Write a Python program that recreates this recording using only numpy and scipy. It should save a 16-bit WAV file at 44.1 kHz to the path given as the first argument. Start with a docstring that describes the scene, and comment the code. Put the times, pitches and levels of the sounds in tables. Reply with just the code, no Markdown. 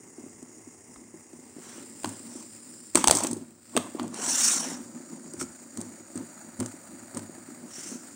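"""A plastic spinner whirs on its ball bearing on a wooden table, close to a phone's microphone.
The whir is noise through the bearing's resonances plus stirred air, blended from far, side-on and overhead.
A hand drags, drops and flicks a second spinner beside it: gliding noise scrapes and noisy, ringing clacks.
Dull knocks, trembling and booms come from the table top's modes; a faint low murmur lies behind."""
import sys
import numpy as np
from scipy import signal
from scipy.fft import rfft, irfft, next_fast_len
from scipy.io import wavfile
from scipy.ndimage import uniform_filter1d, map_coordinates

SR = 44100
rng = np.random.default_rng(int(sys.argv[2]) if len(sys.argv) > 2 else 0)


def inscribe(sig):
    """Save sig as 16-bit PCM at rate SR to the path in sys.argv[1].

    A 1-D sig is mono; a 2-D sig holds one channel per row.
    Samples are clipped to [-1, 1] before scaling.
    """
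    pcm = np.round(np.clip(np.atleast_2d(sig).T, -1, 1) * 32767)
    wavfile.write(sys.argv[1], SR, pcm.astype(np.int16))


N = 359415  # samples

# Low murmur behind the table. Each row: frequency in Hz, level in dB per Hz.
MURMUR_SPECTRUM = [(15, -30), (30, -14), (60, -19), (110, 1.5), (160, -15), (250, -27), (400, -120)]
# Resonances of the wooden top. Each row: centre in Hz, width in Hz, level in dB.
TABLE_MODES = [(160.4, 9.2, -6.5), (237.3, 27, 2), (344.4, 78, -2), (376.2, 92.4, -6), (578, 84, -18.5),
               (924, 250, -26)]
# Trembling of the table top, before its random unevenness. Each row: time in seconds, level in dB.
TREMBLE_LEVEL = [(0.0, -55), (1.13, -59), (2.31, -48), (2.56, -53), (2.97, -55.5), (3.13, -43), (3.22, -37),
                 (3.45, -59), (3.79, -52.5), (3.97, -51), (4.63, -41.5), (4.79, -47.5), (5.31, -48),
                 (7.58, -51), (7.83, -43), (8.15, -52.5)]
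# Dull knocks in the wood. Each row: start in seconds, peak in dB, favoured tone in Hz.
KNOCKS = [(0.116, -52, 366), (0.181, -35, 354), (0.238, -36, 246), (0.263, -35.5, 264), (0.382, -51, 245),
          (0.425, -35, 270), (0.568, -42.5, 260), (0.672, -42, 272), (0.747, -48, 250), (1.141, -36, 336),
          (1.332, -36, 320), (1.39, -40, 260), (1.564, -36.5, 246.6), (1.584, -31.5, 250),
          (1.668, -43, 223), (1.78, -36, 261), (1.838, -42, 350), (2.042, -27, 340), (2.201, -43, 256),
          (2.354, -33.5, 280), (2.951, -14, 336), (3.042, -22.5, 257), (3.071, -19, 247), (3.11, -25, 251),
          (3.161, -23.5, 343), (3.245, -19.5, 330), (3.328, -24.5, 260), (3.365, -29, 347),
          (3.411, -35, 266), (3.752, -25, 348), (3.771, -16.5, 440), (3.948, -26.5, 377), (3.995, -27, 269),
          (4.136, -36, 330), (4.188, -29.5, 422), (4.23, -33, 265), (4.277, -29.5, 262), (4.565, -35, 256),
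          (4.717, -30.5, 267), (4.859, -42, 249), (4.959, -37, 242), (5.002, -36, 266), (5.279, -43, 256),
          (5.341, -34.5, 261), (5.417, -29.5, 269), (5.619, -41, 274), (5.752, -48, 260), (5.786, -32, 212),
          (5.907, -40, 245), (6.155, -29.5, 260), (6.607, -25.5, 229), (6.739, -36, 275), (7.145, -32, 218),
          (7.295, -36, 236), (7.379, -37, 267), (7.487, -38.5, 256.4), (7.572, -49, 248), (7.605, -45, 230),
          (7.782, -35.5, 244), (7.955, -36, 260)]
# Firm touches shake the wood and boom in the table's frame, levels before their soft onsets.
# Each row: start in seconds, shake level in dB, boom level in dB, boom tone in Hz, boom t60 in seconds.
FIRM_TOUCHES = [(.96, -52, -39, 60, .1), (2.05, -32.5, -29, 107, .23), (2.949, -24, -25, 75, .12),
                (3.078, -27, -16, 68, .1), (3.12, -30, -31, 106, .35), (3.3, -30, -33, 103, .3),
                (3.764, -35, -36, 106, .3), (4.0, -31, -36, 109.5, .35), (5.362, -51, -41, 95, .25),
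                (5.41, -39.5, -43, 80, .29), (5.77, -33.5, -38, 104, .33), (6.151, -31.5, -32, 108, .21),
                (6.589, -25, -23, 108.7, .25), (7.148, -29, -36, 102.5, .4)]

# Hard contacts, levels before mixing.
# Each row: start in seconds, snap and ring level in dB, middle tone level in dB, middle tone in Hz, t60 in seconds.
CLACKS = [(0.427, -36, -56, 596, .015), (.9594, -52, -40, 835, 0.02), (1.331, -42, -48, 620, .012),
          (2.0336, -23, -31.5, 594, 0.0095), (2.045, -21, -19, 950, 0.012), (2.057, -25, -30, 1180, 0.015),
          (2.074, -30, -43, 930, 0.018), (2.091, -24, -39, 960, .01), (2.9481, -16, -25, 580, .018),
          (2.9551, 0, -12, 1015, 0.013), (2.9722, -16, -22.5, 1000, 0.035), (3.0413, -8, -13.5, 910, 0.015),
          (3.0738, 2.5, -11.5, 920, 0.0086), (3.0816, 0.5, -10.5, 850, 0.01),
          (3.0973, -16, -10.5, 600, 0.0083), (3.1105, 2.5, -9, 570, 0.011), (3.125, -28, -23, 630, 0.026),
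          (3.1502, -12, -34, 820, 0.038), (3.1695, -12.5, -31, 657, 0.032), (3.1855, -16, -33, 1050, 0.023),
          (3.206, -25, -22, 634, 0.013), (3.2354, -14, -36, 755, 0.028), (3.2474, -23, -17.5, 564, 0.0096),
          (3.269, -13.5, -29, 877, 0.017), (3.3114, -21.5, -43, 810, 0.026), (3.331, -19, -38, 666, 0.015),
          (3.3682, -33.5, -53, 830, 0.023), (3.753, -43, -37, 600, .01), (3.7655, -12, -16.5, 630, .015),
          (3.7742, -14, -15, 1150, .016), (3.996, -34, -27, 1150, 0.02), (4.0297, -30, -52, 654, .016),
          (4.0787, -29.5, -41, 600, 0.013), (4.143, -22.5, -39, 1130, 0.014),
          (5.3357, -25, -45, 1130, .013), (5.3982, -31, -40, 1510, 0.039), (5.4115, -26, -30, 1350, 0.029),
          (5.4264, -24, -41, 1340, 0.012), (5.7728, -22.5, -34.5, 1230, 0.014),
          (5.804, -28, -42.5, 608, 0.015), (5.8134, -22.5, -41, 641, .013), (6.1563, -30, -45, 1260, .017),
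          (6.175, -28, -44, 1320, 0.02), (6.592, -33, -48, 595, .014), (6.6005, -22, -38.5, 1000, 0.022),
          (6.606, -19, -27, 1290, 0.0073), (6.6274, -33, -38, 1200, 0.021),
          (6.66, -22.5, -37.5, 620, 0.017), (6.721, -38, -53, 1940, .018), (7.1469, -29.5, -50, 678, 0.023),
          (7.1707, -24, -36, 994, 0.029), (7.1926, -28, -35, 630, .013)]
# Rings of the plastic, before a small random spread. Each row: frequency in Hz, level in dB, t60 in seconds.
PLASTIC_RINGS = [(6420, 19, 0.0069), (8000, -28.5, .025), (8100, -26, .02), (9500, -15, .035),
                 (9880, 5.5, 0.019)]
# The crack of a contact. Each row: frequency in Hz, level in dB per Hz.
CRACK_SPECTRUM = [(900, -120), (1600, 3), (2300, 3.5), (3500, 7), (4800, 3), (6500, -120)]
# The brighter snap of a contact. Each row: frequency in Hz, level in dB per Hz.
SNAP_SPECTRUM = [(2650, -32), (4500, -9), (5720, -7), (6800, -5), (7220, 0), (8830, 5.5), (10800, -38),
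                 (15200, -14), (16500, -37)]

# Low scuff of plastic on wood. Each row: frequency in Hz, level in dB per Hz.
SCUFF_SPECTRUM = [(300, -40), (480, 0), (600, -3), (900, 0.5), (1150, -1.5), (1500, -40), (2500, -120)]
# Scrape above the scuff. Each row: frequency in Hz, level in dB per Hz.
SCRAPE_SPECTRUM = [(700, -120), (1050, -11), (1350, -4.5), (2000, -8.5), (2700, -10), (3500, -11.5),
                   (4500, -13.5), (5500, -44), (8000, -120)]
# Bright fizz of the drags. Each row: frequency in Hz, level in dB per Hz.
FIZZ_SPECTRUM = [(2600, -31), (4300, -14), (5100, -10), (5500, 0.5), (5850, 1), (6500, -1), (7200, -1),
                 (8800, -2), (9600, -7), (10000, -13.5), (11500, -30), (15100, -18.5), (15800, -24)]
# The long drag. Each row: time in seconds, scuff level in dB, scrape level in dB, fizz level in dB.
LONG_DRAG = [(4.11, -62, -68, -68), (4.16, -48, -48, -44), (4.25, -44, -43, -31), (4.33, -47, -40, -25),
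             (4.38, -47, -38, -27), (4.45, -47, -34, -19), (4.52, -45, -35, -23), (4.6, -44, -41, -30),
             (4.64, -45, -44, -36), (4.71, -49, -46, -38), (4.79, -60, -60, -53), (4.86, -72, -68, -64)]
# Strokes over the wood. Each row: loudest moment in seconds, rise in seconds, fall in seconds,
# scuff level in dB, scrape level in dB, fizz level in dB.
STROKES = [(1.72, .22, .22, -60, -55, -50), (2.1, 0.046, 0.18, -58, -59.5, -65),
           (2.36, 0.15, 0.17, -57.5, -61.5, -50.5), (2.97, 0.029, 0.13, -48, -38.5, -34.5),
           (3.15, 0.05, 0.2, -38.5, -41, -36.5), (3.75, .03, .03, -46, -62, -70),
           (3.79, .03, .16, -44, -53, -56), (4.0, .05, .14, -45, -53, -60),
           (5.41, .03, 0.052, -62, -58, -38.5), (7.83, 0.19, 0.26, -65, -52, -40.5)]

# The running bearing as the phone moves.
# Each row: time in seconds, place (0 far, 1 side-on, 2 overhead), hiss level in dB, air level in dB.
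SPINNER_PATH = [(0, 0.022, -53, -54.5), (.7, .03, -55, -57), (1.3, .1, -56, -55.5), (1.6, .7, -57, -52.5),
                (1.9, .85, -52.5, -50), (2.3, 0.94, -49.5, -49), (2.6, 1.11, -52, -52.5),
                (2.9, 1.01, -51.5, -52), (3.4, 1.4, -71, -56), (3.58, 1.14, -66, -59.5),
                (3.75, 1.07, -58, -49), (4.1, 1.55, -55.5, -56), (4.8, 1.76, -52.5, -52),
                (5.3, 1.75, -52, -53.5), (6.5, 1.93, -54, -51), (7.5, 1.8, -56, -51),
                (8.15, 1.5, -53, -51.5)]
# Passing of the spinner's arms. Each row: time in seconds, passes per second.
ARM_PASSES = [(0, 31.3), (5.2, 28), (8.15, 24)]
# Race and arms from far, side-on and overhead, one list each. Each row: centre in Hz, width in Hz, level in dB.
BEARING_MODES = [
    [(5130, 640, -9.5), (5940, 200, -2.5), (6720, 200, 4.5), (7500, 850, -0.5), (9130, 400, 0.5)],
    [(5000, 320, -12.5), (5880, 130, -19), (6950, 300, -10), (7490, 430, -4), (8990, 120, 0)],
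    [(4650, 280, -16), (5870, 230, -11.5), (6840, 123, 2), (7550, 330, -7), (8770, 110, -7)],
]
# Stirred air and room from far. Each row: frequency in Hz, level in dB per Hz.
AIR_FAR = [(250, 0), (420, 2.5), (527, -8.5), (884, -7), (1500, -16), (2130, -8), (2330, -19), (2760, -17),
           (2980, -24.5), (4350, -36), (5220, -28), (6750, -17), (9290, -13), (11000, -43), (15800, -18.5)]
# Stirred air and room from side-on. Each row: frequency in Hz, level in dB per Hz.
AIR_SIDE_ON = [(250, -38), (420, -7.5), (683, -22), (939, -21), (1160, -15.5), (1620, -16), (1860, -14),
               (2040, -14.5), (3410, -21.5), (5140, -13.5), (6550, -19), (7510, -3), (9150, -9.5),
               (11500, -39), (15800, -13.5)]
# Stirred air and room from overhead. Each row: frequency in Hz, level in dB per Hz.
AIR_OVERHEAD = [(250, -52), (420, -52), (527, -1.5), (983, -8), (1080, -15), (1220, -5.5), (2070, -10.5),
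                (3310, -26.5), (4690, -14.5), (5300, -36), (6360, -42), (6960, -15), (9010, -5),
                (11500, -36), (15800, -15.5)]


def amp(db):
    """Gain of a level in dB."""
    return 10 ** (np.asarray(db) / 20)


def unit(x):
    """Scale to rms 1."""
    return x / np.sqrt(np.mean(x ** 2) + 1e-20)


def along(points, hz):
    """Read (Hz, value) points on a log frequency axis."""
    f, v = np.transpose(points)
    return np.interp(np.log(hz + 1), np.log(f + 1), v)


def curves(rows):
    """One value per sample for each column after the time."""
    s, *cols = np.transpose(rows)
    return [np.interp(np.arange(N) / SR, s, c) for c in cols]


def wobble(rate):
    """A smooth random curve with `rate` knots a second."""
    knots = rng.standard_normal(int(N * rate / SR) + 4)
    return map_coordinates(knots, [np.arange(N) * rate / SR])


def filtered(x, response):
    """Multiply the spectrum of x by a response of frequency."""
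    m = next_fast_len(len(x) + 8192)
    return irfft(rfft(x, m) * response(np.fft.rfftfreq(m, 1 / SR)), m)[:len(x)]


def modes(table):
    """Causal response of (Hz, width, dB) resonances, summed with alternating sign."""
    def response(f):
        total = 0
        for k, (centre, width, db) in enumerate(table):
            damping = 1j * f * width
            total = total + (-1) ** k * amp(db) * damping / (centre ** 2 - f ** 2 + damping)
        return total
    return response


def shape(points):
    """Gain of a spectrum table, silent up to its first frequency."""
    return lambda hz: amp(along(points, hz)) * (hz > points[0][0])


def noise(response, patchy_db, grain_db):
    """Noise of rms 1 with a fast grain and patches of random gain over time and frequency."""
    grain = amp(grain_db * np.resize(wobble(400), N + 512))
    z = signal.stft(rng.standard_normal(N + 512) * grain, nperseg=512)[2]
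    field = uniform_filter1d(rng.standard_normal(z.shape), 6, 0)  # over frequency
    field = uniform_filter1d(field, 10, 1)  # over time
    patchy = signal.istft(z * amp(patchy_db * unit(field)), nperseg=512)[1][:N]
    return unit(filtered(patchy, response))


def add_at(track, s, sound):
    """Add a sound to a track from s seconds on."""
    track[round(s * SR):][:len(sound)] += sound


def room(x):
    """A small furnished room answers with a short, decaying noise tail."""
    t = np.arange(SR // 3) / SR
    tail = rng.standard_normal(len(t)) * amp(-60 * t / 0.46) * (t > .004)
    return signal.fftconvolve(x, tail / np.linalg.norm(tail))[:N]


def murmur():
    """A faint, slowly uneven low noise behind the table."""
    return amp(-66 + 2.3 * wobble(6.7)) * noise(shape(MURMUR_SPECTRUM), patchy_db=1, grain_db=0)


def table_top():
    """Soft blows excite the wood's modes and leave it trembling; firm touches also boom in the frame."""
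    after_db, after_t60 = -12.5, 0.29  # trembling left by a knock: level under its peak, s
    shake_rise_s, shake_t60 = .015, .35
    out, power, t = np.zeros(N + SR), np.zeros(N + SR), np.arange(SR // 2) / SR
    push = np.pad(np.hanning(round(0.0019 * SR)), (0, SR // 8))  # a soft contact lasts about two milliseconds
    for s, db, hz in KNOCKS:
        wood = modes(TABLE_MODES + [(hz, 60, 4)])  # where the blow lands favours one tone
        thud = filtered(push, lambda f: wood(f) * (1j * f / (90 + 1j * f)) ** 2)
        add_at(out, s, amp(db) * thud / np.abs(thud).max())
        add_at(power, s, amp(db + after_db - 60 * t / after_t60) ** 2)

    waver = .8 * wobble(22)  # the boom's phase drifts, radians
    for s, shake_db, boom_db, hz, t60 in FIRM_TOUCHES:
        swell = amp(boom_db - 60 * t / t60) * (1 - np.exp(-t / 0.035))
        phase = 2 * np.pi * hz * t + waver[round(s * SR):][:len(t)]
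        add_at(out, s, swell * np.sin(phase))
        shake = amp(shake_db - 60 * t / shake_t60) * (1 - np.exp(-t / shake_rise_s))
        add_at(power, s, shake ** 2)

    uneven = amp(2.1 * wobble(35)) * rng.standard_normal(N)
    wood_noise = unit(filtered(uneven, lambda f: modes(TABLE_MODES)(f) * f ** 2 / (f ** 2 + 120 ** 2)))
    lasting = amp(curves(TREMBLE_LEVEL)[0] + 2.65 * wobble(14))
    return np.sqrt(lasting ** 2 + power[:N]) * wood_noise + out[:N]


def clacks():
    """Each hard contact bursts into snap and crack, rings the plastic and sounds a rough middle tone in the wood."""
    out, t = np.zeros(N + SR), np.arange(SR // 8) / SR
    for s, db, middle_db, middle_hz, t60 in CLACKS:
        ring = np.zeros(len(t))
        for hz, level, life in PLASTIC_RINGS:
            decay = amp(level + rng.normal(0, 1) - 60 * t / life)
            ring += decay * np.sin(2 * np.pi * hz * t * rng.normal(1, 0.011))
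        rise_s = .00045 + .000008 * max(-db, 0)  # weaker contacts start more slowly
        onset = 1 - np.exp(-t / rise_s)
        fade = amp(-60 * t / t60)
        snap = unit(filtered(rng.standard_normal(len(t)), shape(SNAP_SPECTRUM)))
        crack = unit(filtered(rng.standard_normal(len(t)), shape(CRACK_SPECTRUM)))
        rough = unit(filtered(rng.standard_normal(len(t)), modes([(middle_hz, 550, 0)])))
        middle = 1.05 * rough + 1.3 * np.sin(2 * np.pi * middle_hz * t)
        crack_gain = amp(2 + 1.5 * middle_db)  # follows the middle tone, but more steeply
        bright = amp(db) * (.72 * snap * fade + .055 * ring)
        wooden = (crack_gain * crack + amp(middle_db) * middle) * fade
        add_at(out, s, onset * (bright + wooden))
    return out[:N]


def drags():
    """Plastic slides over wood grain: scuff, scrape and a brighter fizz that stutter together."""
    swell = 2.36  # how pointed a stroke's rise and fall are
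    layers = [noise(shape(SCUFF_SPECTRUM), patchy_db=3.0, grain_db=3.0),
              noise(shape(SCRAPE_SPECTRUM), patchy_db=2.6, grain_db=1.2),
              noise(shape(FIZZ_SPECTRUM), patchy_db=2.4, grain_db=1.4)]
    t = np.arange(N) / SR
    dragging = (t > LONG_DRAG[0][0]) * (t < LONG_DRAG[-1][0])
    power = amp(curves(LONG_DRAG)) ** 2 * dragging
    for s, rise, fall, *levels in STROKES:
        away = np.clip(np.where(t < s, (s - t) / rise, (t - s) / fall), 0, 1)
        power += (amp(levels)[:, None] * np.cos(np.pi / 2 * away) ** swell) ** 2
    stutter = amp(1.3 * wobble(110))
    return stutter * (np.sqrt(power) * layers).sum(axis=0)


def spinner():
    """Balls rolling in the race excite its resonances and the arms stir air, throbbing with the arm passes."""
    place, hiss_db, air_db = curves(SPINNER_PATH)
    nearness = np.clip(1 - np.abs(place - np.arange(3)[:, None]), 0, 1)
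    share = np.sqrt(nearness)  # equal-power blend of the three places
    passes = np.sin(2 * np.pi * np.cumsum(curves(ARM_PASSES)[0]) / SR)
    throb_db = 1.12 * passes + 0.93 * wobble(16)
    hiss = [noise(modes(race), patchy_db=.9, grain_db=1.7) for race in BEARING_MODES]
    air = [noise(shape(view), patchy_db=.9, grain_db=2.5) for view in (AIR_FAR, AIR_SIDE_ON, AIR_OVERHEAD)]
    whir = share * (amp(hiss_db) * hiss + amp(air_db) * air)
    return amp(throb_db) * whir.sum(axis=0)


def scene():
    """Everything at the one microphone; the room answers the clacks."""
    hits = clacks()
    return (murmur() + table_top() + amp(-12.0) * room(hits) + hits + drags() + spinner())[None]


def record(dry):
    """The phone rounds off the loudest peaks, drops the deep bass, weakens the top edge and keeps nothing above it."""
    top_hz, edge_hz = 15800, 17000
    held = dry[0] / (1 + np.abs(dry[0] / .9) ** 4) ** (1 / 4)

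    def response(hz):
        bass_cut = hz ** 4 / (hz ** 4 + 40 ** 4)
        return bass_cut * np.where(hz < top_hz, 1, amp(-34)) * (hz < edge_hz)
    return filtered(held, response)[None]


dry = scene()
out = record(dry)
inscribe(out)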